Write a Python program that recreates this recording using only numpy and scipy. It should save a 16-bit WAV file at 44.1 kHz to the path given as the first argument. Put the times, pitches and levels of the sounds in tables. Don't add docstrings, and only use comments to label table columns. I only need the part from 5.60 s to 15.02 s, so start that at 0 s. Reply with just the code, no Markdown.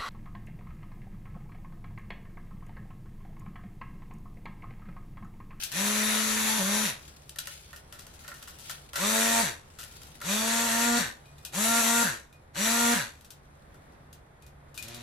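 import sys
import numpy as np
from scipy import signal
from scipy.fft import rfft, irfft, next_fast_len
from scipy.io import wavfile
from scipy.ndimage import uniform_filter1d, map_coordinates

SR = 44100
rng = np.random.default_rng(int(sys.argv[2]) if len(sys.argv) > 2 else 0)


def transcribe(u):
    v = np.clip(np.atleast_2d(u).T, -1, 1)
    q = np.round(v * 32767).astype(np.int16)
    wavfile.write(sys.argv[1], SR, q)


def undo_db(level):
    steps = np.asarray(level, float) / 20
    return 10 ** steps


N = 415422

# on/s, off/s, top speed/Hz, slow share of speed gain/1, run-down time constant/s
BURSTS = [(.093, 1.248, 218.3, 0.09, 0.12), (3.343, 3.814, 233.2, 0.11, .135),
          (4.602, 5.383, 238.2, .19, 0.13), (5.904, 6.43, 235.4, .05, .14), (6.926, 7.34, 238.4, 0.06, .14),
          (9.138, 9.502, 122.2, 0.06, .13)]
# f/Hz, likeness/1
NEAR_LIKENESS = [(60, 0.67), (240, 1), (950, 0.31), (3770, 0.54), (15000, -0.004)]
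# f/Hz, likeness/1
FAR_LIKENESS = [(60, 1), (240, 0.85), (950, -0.19), (3770, 0.18), (15000, -2.3)]
# f/Hz, level/dB
CRACK_COLOUR = [(350, -47.5), (600, -16.5), (1110, -12.5), (1490, -1), (2120, -15), (2650, 1.5), (10600, 0),
                (14500, -2), (16000, -36.5)]


def unit(x):
    return x / np.sqrt(np.mean(x ** 2) + 1e-20)


def along(points, hz):
    f, v = np.transpose(points)
    return np.interp(np.log(hz + 1), np.log(f + 1), v)


def wobble(rate, channels=1):
    knots = rng.standard_normal((channels, 4000))
    return np.array([map_coordinates(k, [np.arange(N) * rate / SR]) for k in knots])


def filtered(x, response):
    m = next_fast_len(N + SR // 2)
    return irfft(rfft(x, m) * response(np.fft.rfftfreq(m, 1 / SR)), m)[..., :N]


def pair(alike):
    turn = lambda hz: np.arccos(np.clip(along(alike, hz), -1, 1)) / 2
    noise = rng.standard_normal((2, N))
    mid, side = filtered(noise, lambda hz: [np.cos(turn(hz)), np.sin(turn(hz))])
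    return np.array([mid + side, mid - side])


def coloured(x, spectrum):
    return unit(filtered(x, lambda hz: undo_db(along(spectrum, hz))))


def resonance(f, centre_hz, width_hz):
    return 1 / (1 + (2 * (f - centre_hz) / width_hz) ** 2)


def notched_rippled(x, ripple_db, notch_db):
    # t/s, f/Hz
    notch_path = [(.1, 8600), (.4, 8400), (1.3, 8400), (3.4, 9750), (4.7, 9300), (5.4, 9783), (6, 9100),
                  (6.4, 9597), (7.3, 9310)]
    hz, t, z = signal.stft(x, SR, nperseg=1024)
    field = uniform_filter1d(rng.standard_normal(z.shape), size=5, axis=1)
    field = uniform_filter1d(field, size=12, axis=2)
    notch_hz = np.interp(t, *np.transpose(notch_path))
    notch = notch_db * resonance(hz[:, None], notch_hz, 900)
    return signal.istft(z * undo_db(ripple_db * unit(field) - notch), SR, nperseg=1024)[1][:, :N]


def speed():
    # t/s, speed lost/Hz, time to lowest speed/s
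    bogs = [(0.984, 31, .045), (5.064, 7.7, 0.044), (6.205, 6.91, 0.0306)]
    spin_up_s, creep_s = .04, .2
    t = np.arange(N) / SR
    on, off, top, slow, coast_s = np.transpose(BURSTS)
    which = np.clip(np.searchsorted(on, t) - 1, 0, None)
    age = np.clip(t - on[which], 0, None)
    driven = np.minimum(age, (off - on)[which])
    coasting = np.clip(t - off[which], 0, None)
    fast_lack = (1 - slow[which]) * np.exp(-driven / spin_up_s)
    slow_lack = slow[which] * np.exp(-driven / creep_s)
    hz = top[which] * (1 - fast_lack - slow_lack)
    for s, lost, deepest in bogs:
        u = np.clip((t - coasting - s) / deepest, 0, None)
        hz = hz - lost * u * np.exp(1 - u)
    return np.clip(hz * np.exp(-coasting / coast_s[which]), 1, None), which, age, coasting


def motor():
    # rush/dB, brightness/dB, first order/dB, second order/dB, upper orders/dB
    voice = [(-31, 2.5, -34.5, -36, -39.5), (-30.5, 3, -33.5, -31, -31), (-31.5, 2, -33.5, -36.5, -34.5),
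             (-31, 4.5, -31.5, -34.5, -30), (-30, 2, -32, -34, -33), (-39, -2, -40, -36.5, -47.5)]
    # once-a-turn beat/dB, mains throb/1, coasting rattle/dB (all relative)
    rough = [(3, 0, -68), (3.5, 0.13, -46), (2.5, 0.03, -41), (3.5, 0, -35.5), (4, 0, -37), (.5, .07, -95)]
    # multiple/1, level/dB
    orders = [(1, 1), (2, -8.5), (3, -6.5), (4, -9), (5, -13), (6, -8.5), (8, -13.5)]
    # speed/Hz, level/dB
    first_curve = [(60, -54), (105, -15), (160, -4), (198, 1.5), (225, -2.5), (238, 1.5)]
    # speed/Hz, level/dB
    upper_curve = [(60, -47), (120, -9), (180, -9.5), (200, -4), (222, -3.5), (238, 1)]
    # speed/Hz, level/dB
    flow = [(25, -52), (60, -29.5), (100, -15.5), (140, -6.5), (200, -2), (238, 0)]
    # t/s, order/1, level/dB, half length/s
    bites = [(0.918, 4, 16.5, 0.067), (1.185, 4, 10, 0.032), (3.427, 6, 11.5, .04), (3.44, 5, 7, .05),
             (3.762, 4, 4, .08), (5.322, 1, 3, 0.076), (5.32, 6, 3.5, 0.11), (6.139, 6, 4.5, 0.077),
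             (6.24, 1, -1.5, .03), (6.392, 6, 7.5, 0.063), (7.289, 1, 2.5, .07), (7.239, 6, 2, 0.088)]
    # f/Hz, lead/rad
    lead = [(230, -0.41), (460, -0.34), (700, -1.3), (930, 1.87), (1400, -0.98)]
    # f/Hz, level/dB
    rush_colour = [(150, -29), (250, -18), (273, -19), (348, -25.5), (444, -20.5), (510, -20.5),
                   (1820, -9.5), (3280, -11), (3840, -10.5), (4650, -12), (5070, -16.5), (5730, -7),
                   (10500, -7), (14200, -18.5), (16000, -43)]
    # f/Hz, width/Hz, level/dB
    body_modes = [(340, 67, 4.5), (559, 53, 11.5), (970, 96, 7.5), (1412, 13, 5.5), (1570, 59, 1.5),
                  (1860, 150, 3.5), (3044, 280, -4.5), (3720, 280, 2.5), (5070, 110, -6.5),
                  (6440, 390, 0.5), (7190, 230, 2)]
    mains_hz, full_hz, bright_db_per_oct = 50, 230, 4
    wake_db, wake_s, rush_wake_db, rush_wake_s = 23, 0.047, 10, 0.028
    unload_db, unload_upper_db, unload_s = 6, 11, 0.011

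    hz, which, age, coasting = speed()
    t = np.arange(N) / SR
    rush_db, bright_db, first_db, second_db, upper_db = np.array(voice)[which].T
    wake = wake_db * np.exp(-age / wake_s)
    unload = 1 - np.exp(-coasting / unload_s)
    rush_db = rush_db + along(flow, hz) - rush_wake_db * np.exp(-age / rush_wake_s)
    bright_db = bright_db + bright_db_per_oct * np.maximum(np.log2(hz / full_hz), -1)
    upper = along(upper_curve, hz) - wake - unload_upper_db * unload
    first = along(first_curve, hz) - wake - unload_db * unload
    level = {1: first_db + first, 2: second_db + upper}

    gate = uniform_filter1d(1. * (hz > 20), size=1300)
    turn = 2 * np.pi * np.cumsum(hz * (1 + .0012 * wobble(40)[0])) / SR
    on = np.array([uniform_filter1d(1. * ((t > a) & (t < b)), size=1300) for a, b, *_ in BURSTS])
    off = np.array(BURSTS)[:, 1]
    beat_db, depth, coast_db = np.transpose(rough)
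    beat = 3.0 + (beat_db - 4.5) @ on
    mains = depth @ on * np.cos(4 * np.pi * mains_hz * t)

    whine = np.zeros((2, N))
    for k, db in orders:
        half_lead = along(lead, k * 230) / 2 * np.array([[1], [-1]])
        flutter_db = .5 * wobble(7) + .25 * wobble(10, channels=2)
        unsteady = undo_db(min(k - .6, 3) * flutter_db)
        bite_db = sum(g * np.exp(-((t - s) / half_s) ** 2) for s, order, g, half_s in bites if round(order) == k)
        strength = undo_db(db + bite_db + level.get(k, upper_db + upper)) * unsteady
        throb = 1 + (k - .7) * mains
        whine += strength * throb * np.sqrt(2) * np.cos(k * turn + half_lead + 0.94 * k * (k > 1))

    body = lambda f: undo_db(sum(db * resonance(f, c, w) for c, w, db in body_modes))
    strike = rng.standard_normal(8000)[(turn / (2 * np.pi)).astype(int)]
    turn_db = (beat + 0.3 * strike) * np.cos(turn) + 1.3 * np.cos(2 * turn)
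    gated = pair(NEAR_LIKENESS) * undo_db(turn_db + 9.7 * mains + 0.74 * wobble(25))
    rush = filtered(gated, lambda f: undo_db(along(rush_colour, f)) * body(f))
    rush = notched_rippled(rush, ripple_db=2.1, notch_db=9)
    top = lambda f: 1 / (1 + (5200 / (f + 1)) ** 12)
    low = unit(filtered(rush, lambda f: 1 - top(f)))
    high = unit(filtered(rush, top))
    rush = undo_db(rush_db + 0.5) * low + undo_db(rush_db + bright_db - 0.5) * high

    swell = undo_db(coast_db) @ np.exp(-((t - off[:, None] - .045) / 0.056) ** 2)
    coast = swell * unit(filtered(gated, lambda f: resonance(f, 1600, 300)))
    return gate * (filtered(whine, body) + rush + coast)


def burst(t, t60):
    crack = undo_db(-60 * t / 0.012)
    rattle = 0.47 * undo_db(-60 * t / max(t60, .02))
    return (crack + rattle) * (1 - np.exp(-t / 0.00088))


def knocks():
    # t/s, level/dB before trim, bowl over contact/dB before trim, rattle t60/s (at least 0.02)
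    contacts = [(0.1175, -23.5, -20, 0.18), (1.693, -30, -27, 0.051), (1.759, -35.5, -2, 0.084),
                (1.786, -14.5, -16.5, 0.07), (1.8712, -26, -6, 0.11), (2.13, -36.5, 4, 0.11),
                (2.161, -32.5, -23, 0.09), (2.324, -35.5, -3, 0.22), (2.389, -35.5, -11, 0.18),
                (2.4667, -38, -7.5, 0.11), (2.539, -36, -25, 0.096), (2.602, -43.5, -8, 0.3),
                (2.645, -45, 4, 0.13), (2.679, -29, -4, 0.11), (2.7155, -37.5, 8, 0.068),
                (2.7394, -37.5, -16, 0.33), (2.787, -54, 6, 0.16), (2.825, -33, -9, 0.083),
                (2.8746, -31.5, -7, 0.16), (2.9856, -33, -19, 0.3), (3.0955, -20.5, -7.5, 0.11),
                (3.3322, -31, -1, 0.27), (3.356, -19.5, -4.5, 0.33), (4.1868, -29, -9, 0.19),
                (4.203, -32.5, -13, 0.1), (4.23, -32, -9.5, 0.15), (4.321, -36, -15.5, 0.049),
                (4.415, -40, -3.5, 0.052), (4.432, -40.5, -16, 0.13), (4.469, -41, -21, 0.08),
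                (4.603, -37, -5.5, 0.087), (4.614, -27, -1.5, 0.12), (6.9524, -43.5, -15, 0.098),
                (7.6097, -43, -19, 0.083), (7.6465, -36, -22, 0.1), (8.1427, -49, 0, 0.1),
                (9.143, -32.5, -24, 0.16), (9.2803, -31, -28, 0.13)]
    # f/Hz, width/Hz, level/dB
    bowl_modes = [(577, 34, -2.5), (1012, 160, -9), (1363, 46, 5), (1486, 36, 4), (1850, 160, -2)]
    t = np.arange(SR // 2) / SR
    strike, thump = np.zeros(N + SR), np.zeros(N + SR)
    for s, db, bowl_db, t60 in contacts:
        start = round(s * SR)
        strike[start:][:len(t)] += undo_db(db - 7.5) * burst(t, t60)
        thump[start:][:len(t)] += undo_db(db + bowl_db + 12.0) * burst(t, t60)

    def bowl(f):
        return sum((-1) ** k * undo_db(db) * 1j * f * w / (c * c - f * f + 1j * f * w)
                   for k, (c, w, db) in enumerate(bowl_modes))

    cracks = strike[:N] * coloured(pair(NEAR_LIKENESS), CRACK_COLOUR) * undo_db(2.9 * wobble(330))
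    return cracks + filtered(thump[:N] * pair(NEAR_LIKENESS), bowl)


def clinks():
    # t/s, level/dB before trim, ring over tick/dB before trim
    meetings = [(.0338, -18, -32), (5.655, -50, -8), (5.781, -46, -14), (5.8495, -25, -28),
                (6.7261, -47, -12), (7.7045, -34, -27), (8.528, -39, -30), (8.8223, -46, -18),
                (8.864, -45, -26), (9.176, -26, -15), (9.2249, -28, -26), (9.3447, -31, -24)]
    # f/Hz, level/dB, t60/s
    bangle_modes = [(2460, 0, .2), (3590, 2, .03), (3950, 2, .03), (4500, -2, .03)]
    t = np.arange(SR // 2) / SR
    tick, rings = np.zeros(N + SR), np.zeros(N + SR)
    for s, db, ring_db in meetings:
        start = round(s * SR)
        tick[start:][:len(t)] += undo_db(db - 6) * burst(t, 0.13)
        modes = np.zeros(len(t))
        for hz, g, t60 in bangle_modes:
            a, b = rng.standard_normal(2)
            modes += undo_db(g + 2 * a - 60 * t / t60) * np.sin(2 * np.pi * hz * (1 + .003 * b) * t)
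        rings[start:][:len(t)] += undo_db(db + ring_db) * modes * (1 - np.exp(-t / 0.00089))
    ticks = tick[:N] * coloured(pair(NEAR_LIKENESS), CRACK_COLOUR)
    return ticks + rings[:N] * undo_db(3 * wobble(60, channels=2))


def rustle():
    # loudest at t/s, level/dB before trim, fade-in/(dB/s), fade-out/(dB/s)
    slides = [(0, -43, 100, 35), (1.45, -56, 58, 15), (1.92, -49.5, 68, 39.5), (2.42, -56.5, 40, 4.5),
              (2.89, -53, 14, 53), (3.12, -45, 97, 88), (4.3, -51.5, 67, 33.5), (5.77, -64, 16.5, 21),
              (6.74, -72, 108, 101), (7.6, -64.5, 101, 75), (8.201, -72, 2.5, 11.5), (9.2, -76, 20, 10)]
    # f/Hz, level/dB
    slide_colour = [(530, -50.5), (900, -2.5), (1130, -43), (1360, 3), (1640, -3), (2570, 3.5), (10800, 0),
                    (16000, -14)]
    t = np.arange(N) / SR
    fades = [db - np.maximum(rise * (s - t), fall * (t - s)) for s, db, rise, fall in slides]
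    level = np.max(fades, axis=0)
    when, size = rng.random((2, 420))
    kicks = np.bincount((when * N).astype(int), size ** 3, N)
    ticks = signal.fftconvolve(kicks, undo_db(-60 * np.arange(SR // 4) / SR / 0.048))[:N]
    uneven_db = 1.2 * wobble(10) + 1.3 * wobble(220) + 1.2 * wobble(40, channels=2)
    grains = (0.6 + ticks) * undo_db(uneven_db)
    noise = notched_rippled(coloured(pair(FAR_LIKENESS), slide_colour), ripple_db=2.4, notch_db=0)
    return undo_db(level + 1.5) * unit(noise * grains)


def walls(x):
    # f/Hz, t60/s
    decay = [(200, 0.42), (2000, 0.27), (10000, 0.13)]
    hz, t, z = signal.stft(rng.standard_normal((2, SR // 2)), SR, nperseg=256)
    fade = undo_db(-60 * t / along(decay, hz)[:, None]) * (hz[:, None] > 300)
    tail = signal.istft(z * fade, SR, nperseg=256)[1]
    late = np.pad(x, ((0, 0), (300, 0)))
    return signal.fftconvolve(late, tail / np.linalg.norm(tail[0]), axes=1)[:, :N]


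def kitchen():
    # f/Hz, width/Hz, level/dB
    tones = [(72.1, 23, -60.5), (144.2, 9.2, -62.5)]
    # f/Hz, level/dB
    room_colour = [(7.1, -43), (12, -5), (70, -1), (140, -4), (264, -10.5), (727, -10.5), (1940, -18),
                   (2910, -30.5), (3560, -28.5), (5190, -37.5), (12000, -35), (15600, -69.5), (22000, -120)]
    hum = np.zeros((2, N))
    for c, w, db in tones:
        hum += undo_db(db) * unit(filtered(pair(FAR_LIKENESS), lambda f: resonance(f, c, w)))
    room_db = -55.5 + wobble(3)
    return hum + undo_db(room_db) * coloured(pair(FAR_LIKENESS), room_colour)


def scene():
    near, hands = motor(), knocks() + clinks()
    echo = walls(undo_db(-8.0) * near + undo_db(-5.5) * hands)
    return near + hands + echo + rustle() + kitchen()


def ports(dry):
    # f/Hz, level/dB
    difference = [(300, -0.1), (700, -3), (1300, 0), (4400, -2), (8100, 10), (13000, 18.5)]
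    tilt = lambda hz: undo_db(along(difference, hz) / 2)
    norm = lambda hz: np.sqrt((tilt(hz) ** 2 + tilt(hz) ** -2) / 2)
    return filtered(dry, lambda hz: [tilt(hz), 1 / tilt(hz)] / norm(hz))


def roll_off(x):
    return signal.sosfilt(signal.butter(12, 16460, fs=SR, output="sos"), x)


def record(dry):
    mix = ports(dry)
    return roll_off(mix)


dry = scene()
out = record(dry)
transcribe(out)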